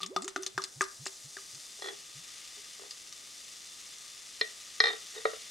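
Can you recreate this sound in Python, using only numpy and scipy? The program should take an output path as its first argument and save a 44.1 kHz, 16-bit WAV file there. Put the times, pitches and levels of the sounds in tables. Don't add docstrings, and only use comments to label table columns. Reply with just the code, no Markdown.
import sys
import numpy as np
from scipy import signal
from scipy.fft import rfft, irfft
from scipy.io import wavfile
from scipy.ndimage import uniform_filter1d

SR = 44100
rng = np.random.default_rng(int(sys.argv[2]) if len(sys.argv) > 2 else 0)


def to_wav(sig):
    pcm = np.clip(np.atleast_2d(sig), -1, 1) * 32767
    pcm = np.round(pcm).astype(np.int16)
    wavfile.write(sys.argv[1], SR, pcm.T)


N = 242550
TIME = np.arange(N) / SR
BINS = np.fft.rfftfreq(N, 1 / SR)
AGE = TIME[:SR // 2]


def amp(db):
    return 10 ** (np.asarray(db) / 20)


def unit_rms(x):
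    return x / np.sqrt(np.mean(x ** 2) + 1e-20)


def read(spectrum, hz):
    f, value = np.transpose(spectrum)
    return np.interp(np.log(hz + 1), np.log(f + 1), value)


def follow(rows, t):
    times, *columns = np.transpose(rows)
    return [np.interp(t, times, column) for column in columns]


def add(mix, s, sound):
    part = mix[..., max(round(s * SR), 0):][..., :sound.shape[-1]]
    part += sound[..., :part.shape[-1]]


def pan(side_db):
    return amp(np.array([[.5], [-.5]]) * side_db)


def low_cut(x, hz):
    return signal.sosfilt(signal.butter(2, hz, "highpass", fs=SR, output="sos"), x)


def ring(hz, t60):
    return np.sin(2 * np.pi * hz * AGE) * 1000 ** (-AGE / t60)


def puff(spectrum, t60):
    hz = abs(np.fft.fftfreq(len(AGE), 1 / SR))
    gain = unit_rms(amp(np.maximum(read(spectrum, hz), -80)))
    minimum_phase = np.exp(np.conj(signal.hilbert(np.log(gain))))
    noise = rng.choice([-1, 1], len(AGE)) * 1000 ** (-AGE / t60)
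    return np.fft.ifft(np.fft.fft(noise) * minimum_phase).real


# (frequency [Hz], level [dB])
ROOM_SPECTRUM = [(20, -2), (120, 0), (300, 1.5), (500, 1.5), (900, -1.5), (2000, -5.5), (16000, -24)]
def room_tone():
    noise = rfft(rng.standard_normal((2, N)))
    return amp(-63) * unit_rms(irfft(noise * amp(read(ROOM_SPECTRUM, BINS)), N))


# (frequency [Hz], level [dB])
THUD_SPECTRUM = [(100, -60), (250, -12), (450, -2.5), (720, 8), (950, 1.5), (1500, 1.5), (2400, -8),
                 (4000, -26), (13000, -65)]
def thud(t60):
    return puff(THUD_SPECTRUM, t60)


# (frequency [Hz], width [Hz], gain [dB])
MUG_MODES = [(1214, 69, 10.5), (1957, 340, 2.5), (2870, 610, -5), (3545, 126, 4.5), (4110, 39, 2.5),
             (4833, 48, 1.5)]
def hollow():
    return 1 + sum(amp(db) / (1 + 2j * (BINS - hz) / width) for hz, width, db in MUG_MODES)


# (time [s], level [dB], t60 [s])
FILM_PLOPS = [(.004, -46, .1), (.03, -42, .1), (0.1628, -21.2, .048), (.279, -35, .03),
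              (0.3614, -24, 0.034), (0.5782, -23.5, 0.066), (.8092, -20.5, 0.073), (1.064, -31, 0.011),
              (1.368, -36.5, 0.053)]
def bursting_films():
    sag_per_s, sag_pivot_hz, sag_s = 50, 1119, .03
    plops, thumps, spits, spray = np.zeros((4, N))
    for s, db, t60 in FILM_PLOPS:
        start_hz = min(1210 + 870 * s, 1780)
        hz = start_hz * (sag_pivot_hz / start_hz) ** (sag_per_s * np.minimum(AGE, sag_s))
        collapse = 1 / (1 + (AGE / .028) ** 8)
        add(plops, s, amp(db) * np.sin(2 * np.pi * np.cumsum(hz) / SR) * 1000 ** (-AGE / t60) * collapse)
        add(plops, s, amp(db) * low_cut(thud(t60=.013), hz=840))
        add(thumps, s, amp(db - 12) * ring(follow(FILL_NOTES, s)[0], t60=.15))
        foam_damping = 1 / (1 + (s / .5) ** 2)
        add(spits, s, foam_damping * amp(db - 15) * ring(MUG_MODES[3][0], t60=.03))
        add(spray, s, amp(-39) * 1000 ** (-AGE / .12))
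    for s, db, hz in droplets():
        add(spits, s, amp(db + 8) * spit(hz))
        add(spits, s, amp(db - 8.5) * puff(POP_SPECTRUM, t60=.032))
        bare = 1 / (1 + (s / 1.2) ** 4)
        add(thumps, s, bare * amp(db - 21) * ring(follow(FILL_NOTES, s)[0], t60=.15))
        add(plops, s, bare * amp(db - 19) * thud(t60=.02))
    drops = rng.standard_normal(N) * (rng.random(N) < 600 / SR)
    crackle = unit_rms(irfft(rfft(drops) * amp(read(POP_SPECTRUM, BINS)), N))
    spits += amp(-8.5) * spray * crackle
    splash = irfft(rfft(amp(-4) * low_cut(plops, hz=213) + spits) * hollow(), N)
    return splash * pan(side_db=2) + low_cut(thumps, hz=154) * pan(side_db=1)


# (time [s], level [dB], centre [Hz])
SNAPS = [(.019, -35.5, 4000), (.0318, -27.5, 3400), (.062, -33.5, 6200), (0.2214, -32.5, 6900),
         (0.2447, -33.5, 6800), (0.2793, -29, 6000), (.4242, -39.5, 8450), (.4327, -31, 5560),
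         (.464, -25, 6000), (0.6193, -33, 5600), (0.6391, -26.5, 5800), (0.8164, -25, 6300),
         (.8397, -35, 5750), (1.0565, -33, 6200), (1.0677, -29.5, 5700), (1.548, -39, 5800),
         (2.909, -35, 4500), (3.126, -36.5, 5730)]
def droplets():
    for s, db, _ in FILM_PLOPS:
        yield s, db - 7, 5400
    for s, db, hz in SNAPS:
        yield s, db, hz
        yield s + .0105, db - 12, hz


def spit(hz):
    out = np.zeros(len(AGE))
    for k, (wait, pitch, size) in enumerate(rng.random((12, 3))):
        octaves = .85 * (pitch - .5) * min(k + .61, 1.3)
        ping = ring(hz * 2 ** octaves, t60=.0055) * (1 - np.exp(-AGE * hz))
        db = -1.7 * k - 14.3 * size * min(k, 1)
        add(out, .0011 * k * (1 + .5 * wait), amp(db) * ping)
    return out


# (time of glide [s], hum before [s], fade after [s], level [dB], low pitch [Hz], top pitch [Hz])
AIR_POCKETS = [(.118, 0.11, .058, -51.5, 178, 690), (.246, .092, 0.038, -49, 180, 470),
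               (.389, .034, .038, -49, 220, 420), (.568, .028, .05, -54, 96, 168),
               (.774, .022, .044, -51.5, 96, 166), (1.014, .028, .042, -50.5, 94, 172),
               (1.258, 0.023, .036, -55, 96, 168), (1.556, .033, .045, -61, 96, 165),
               (2.168, .026, .06, -56, 100, 170)]
def gulps():
    glide_s, swell_s, hum_db, fade_db, overtone_db = .0135, .02, -4.5, -24, -21
    out = np.zeros(N)
    for s, lead, fade, db, low_hz, top_hz in AIR_POCKETS:
        t = np.arange(-min(lead, s), 2 * fade, 1 / SR)
        glide = 1 / (1 + np.exp(-t / glide_s))
        phase = 2 * np.pi * np.cumsum(low_hz + (top_hz - low_hz) * glide) / SR
        tone = np.sqrt(2) * (np.sin(phase) + amp(overtone_db) * np.sin(2 * phase))
        swell = np.sin(np.pi / 2 * np.minimum((t - t[0]) / swell_s, 1)) ** 2
        shape_db = hum_db * np.maximum(1 - 2 * glide, 0) + fade_db * (np.maximum(t, 0) / fade) ** 2
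        add(out, s + t[0], swell * amp(db + shape_db) * tone)
    return (out + amp(13.5) * mug_air(out, width_hz=22)) * pan(side_db=-2)


# (time [s], lowest air mode of the mug [Hz], bottle ring [Hz])
FILL_NOTES = [(0, 380, 3350), (1.0, 385, 3370), (1.9, 405, 3400), (4.412, 436, 3597), (4.85, 441, 3659),
              (5.254, 442, 3714)]
def mug_air(x, width_hz):
    carrier = np.exp(2j * np.pi * np.cumsum(follow(FILL_NOTES, TIME)[0]) / SR)
    pole = np.exp(-np.pi * width_hz / SR)
    return 2 * (carrier * signal.lfilter([1 - pole], [1, -pole], x / carrier + 1e-18)).real


# (frequency [Hz], level [dB])
POP_SPECTRUM = [(410, -43), (700, -34.5), (995, -19), (1210, -10), (1510, -8.5), (1940, -6.5), (2650, -2.5),
                (2940, -2.5), (6180, 2), (9500, -5.5), (15800, -27)]
# (frequency [Hz], coherence [0-1])
FOAM_COHERENCE = [(100, .5), (1400, 0.41), (3000, 0.99), (15000, 0.86)]
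# (frequency [Hz], left minus right [dB])
FOAM_BALANCE = [(600, 11), (1400, 1), (3300, 5), (5500, -1), (8500, 5), (15000, -2.5)]
# (time [s], fine fizz [dB], coarse fizz [dB])
FIZZ_LEVELS = [(.1, -62, -69.5), (.5, -58, -62), (.75, -52, -64.5), (1.6, -48.5, -56.5),
               (2.08, -50.5, -55.5), (2.4, -49.5, -53), (2.97, -51, -56.5), (3.5, -49.5, -55),
               (4.2, -50, -54.5), (5.5, -48.5, -52)]
def foam():
    pops_per_s, split_hz = 7000, 4500
    sizes = amp(2.5 * np.minimum(rng.exponential(1, (3, N)), 5)) * rng.choice([-1, 1], (3, N))
    pops = rfft(sizes * (rng.random((3, N)) < pops_per_s / SR))
    shared = np.clip(read(FOAM_COHERENCE, BINS), 0, 1)
    pair = np.sqrt(shared) * pops[0] + np.sqrt(1 - shared) * pops[1:]
    fizz = pair * amp(read(POP_SPECTRUM, BINS)) * hollow() * pan(read(FOAM_BALANCE, BINS))
    fine_share = 1 / (1 + (split_hz / (BINS + 1)) ** 8)
    fine_db, coarse_db = follow(FIZZ_LEVELS, TIME)
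    fine = amp(fine_db - .5) * unit_rms(irfft(fizz * fine_share, N))
    coarse = amp(coarse_db) * unit_rms(irfft(fizz * (1 - fine_share), N))
    flutter = unit_rms(uniform_filter1d(uniform_filter1d(rng.standard_normal(N), size=700), size=500))
    return (fine + coarse) * amp(.5 * flutter)


# (time [s], glass ring [dB], brightness [Hz], thud [dB], bottle ring [dB], first rebound [s] or 0)
RIM_STRIKES = [(1.79, -64, 1510, -53, -70, 0), (1.8215, -34.5, 8000, -42, -45, .0212),
               (1.8858, -32.5, 4400, -45, -37.5, 0), (2.795, -54, 1500, -50, -68, 0.023),
               (4.412, -18.5, 4400, -36, -23, 0.0004), (4.8029, -10, 8100, -30, -29, 0),
               (4.839, -16, 4700, -32, -25.5, .017), (4.904, -32, 3800, -36, -44, 0),
               (4.933, -37, 3800, -43.5, -45, 0), (5.2538, -21, 2600, -22, -38.5, 0),
               (5.333, -51, 1500, -40.5, -70, 0)]
def contacts():
    rebounds, restitution, step_db, softening, jitter = 4, .77, -2, .95, .02
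    for s, db, bright_hz, thud_db, bottle_db, gap in RIM_STRIKES:
        for k in range(1 + rebounds * (gap > 0)):
            loss_db = k * step_db
            yield s, db + loss_db, bright_hz * softening ** k, thud_db + loss_db, bottle_db + loss_db
            s += gap * restitution ** k * (1 + jitter * rng.standard_normal())


# (frequency [Hz], level [dB], t60 [s], left minus right [dB])
GLASS_MODES = [(1162, -14.5, 0.041, 4), (1370, -23.5, 0.047, 21), (1497, -25.5, 0.057, -18),
               (1881, -2.5, 0.04, 1.5), (1994, -12, 0.046, 11), (1858, -16, .21, 1), (1926, -21, .22, 1),
               (2351, -18, .07, 0), (3253, -21, .08, -1), (3850, -19, .09, 0), (5742, -16, .045, 0),
               (4040, -10, 0.042, 10), (4044, -11.5, 0.058, 6), (4163, -1.5, 0.029, 2.5),
               (4450, -29, .022, 1), (5040, -4, 0.016, 0), (5370, -19.5, 0.029, 2)]
def clinks():
    out = np.zeros((2, N))
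    modes = [(hz, (-1) ** k * amp(db) * ring(hz, t60) * pan(side_db))
             for k, (hz, db, t60, side_db) in enumerate(GLASS_MODES)]
    attack = 1 - np.exp(-AGE / .00027)
    for s, db, bright_hz, thud_db, bottle_db in contacts():
        air_hz, bottle_hz = follow(FILL_NOTES, s)
        glass = sum(mode / np.hypot(1, (hz / bright_hz) ** 3) for hz, mode in modes)
        add(out, s, amp(db) * glass * attack)
        add(out, s, amp(bottle_db) * ring(bottle_hz, t60=.11) * pan(side_db=-6))
        add(out, s, amp(thud_db + .5) * ring(air_hz, t60=.1) * pan(side_db=3.5))
        add(out, s, amp(thud_db - 14.5) * ring(MUG_MODES[0][0], t60=.06) * pan(side_db=2.5))
        add(out, s, amp(thud_db + 2.5) * thud(t60=.026) * pan(side_db=-2))
    return out


# (time [s], length [s], level [dB], singing relative to hum [dB])
RIM_SLIDES = [(1.814, 0.14, -47.5, -5), (2.555, 0.045, -58.5, -2), (2.789, 0.097, -56.5, -6),
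              (4.836, 0.12, -41.5, 3), (5.133, .1, -47, -4)]
def slides():
    slips_per_s = 1500
    out = np.zeros(N)
    for s, length, db, singing_db in RIM_SLIDES:
        slips = rng.standard_normal(len(AGE)) * (rng.random(len(AGE)) < slips_per_s / SR)
        slips *= np.sin(np.pi * np.minimum(AGE / length, 1))
        air_hz, bottle_hz = follow(FILL_NOTES, s)
        singing = unit_rms(ring(bottle_hz, t60=.045) + ring(GLASS_MODES[3][0], t60=.027))
        hum = unit_rms(ring(air_hz, t60=.1))
        grain = unit_rms(thud(t60=.0012))
        body = hum + amp(singing_db) * singing + amp(-8) * grain
        add(out, s, amp(db) * np.sqrt(length) * unit_rms(signal.fftconvolve(slips, body)))
    return out


# (frequency [Hz], phase lead of the left [rad])
RIM_PHASE = [(260, 3.25), (440, 0.19), (750, 1.62), (1200, 1.85), (1500, 2.3), (1950, 0.97), (3400, 0.42)]
def rim():
    glass = low_cut(clinks() + slides(), hz=288)
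    phase = np.array([[.5], [-.5]]) * read(RIM_PHASE, BINS)
    return irfft(rfft(glass) * np.exp(1j * phase), N)


# (frequency [Hz], t60 [s])
ROOM_DECAY = [(150, 0.16), (500, 0.35), (2000, 0.29), (6000, 0.1), (14000, 0.2)]
def room(x):
    hz, t, bands = signal.stft(rng.standard_normal((2, len(AGE))), SR, nperseg=256)
    tail = signal.istft(bands * 1000 ** (-t / read(ROOM_DECAY, hz)[:, None]), SR, nperseg=256)[1]
    tail *= np.minimum(TIME[:tail.shape[1]] / .0018, 1)
    return signal.fftconvolve(x, tail / np.linalg.norm(tail[0]), axes=1)[:, :N]


def scene():
    pour = bursting_films() + gulps()
    glass = rim()
    return pour + glass + room(amp(-12) * pour + amp(-11.5) * glass) + foam() + room_tone()


def record(dry):
    edge_hz = 15850
    lowpass = signal.firwin(511, edge_hz, window=("kaiser", 9), fs=SR)
    return signal.oaconvolve(dry, lowpass[None], "same")


dry = scene()
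out = record(dry)
to_wav(out)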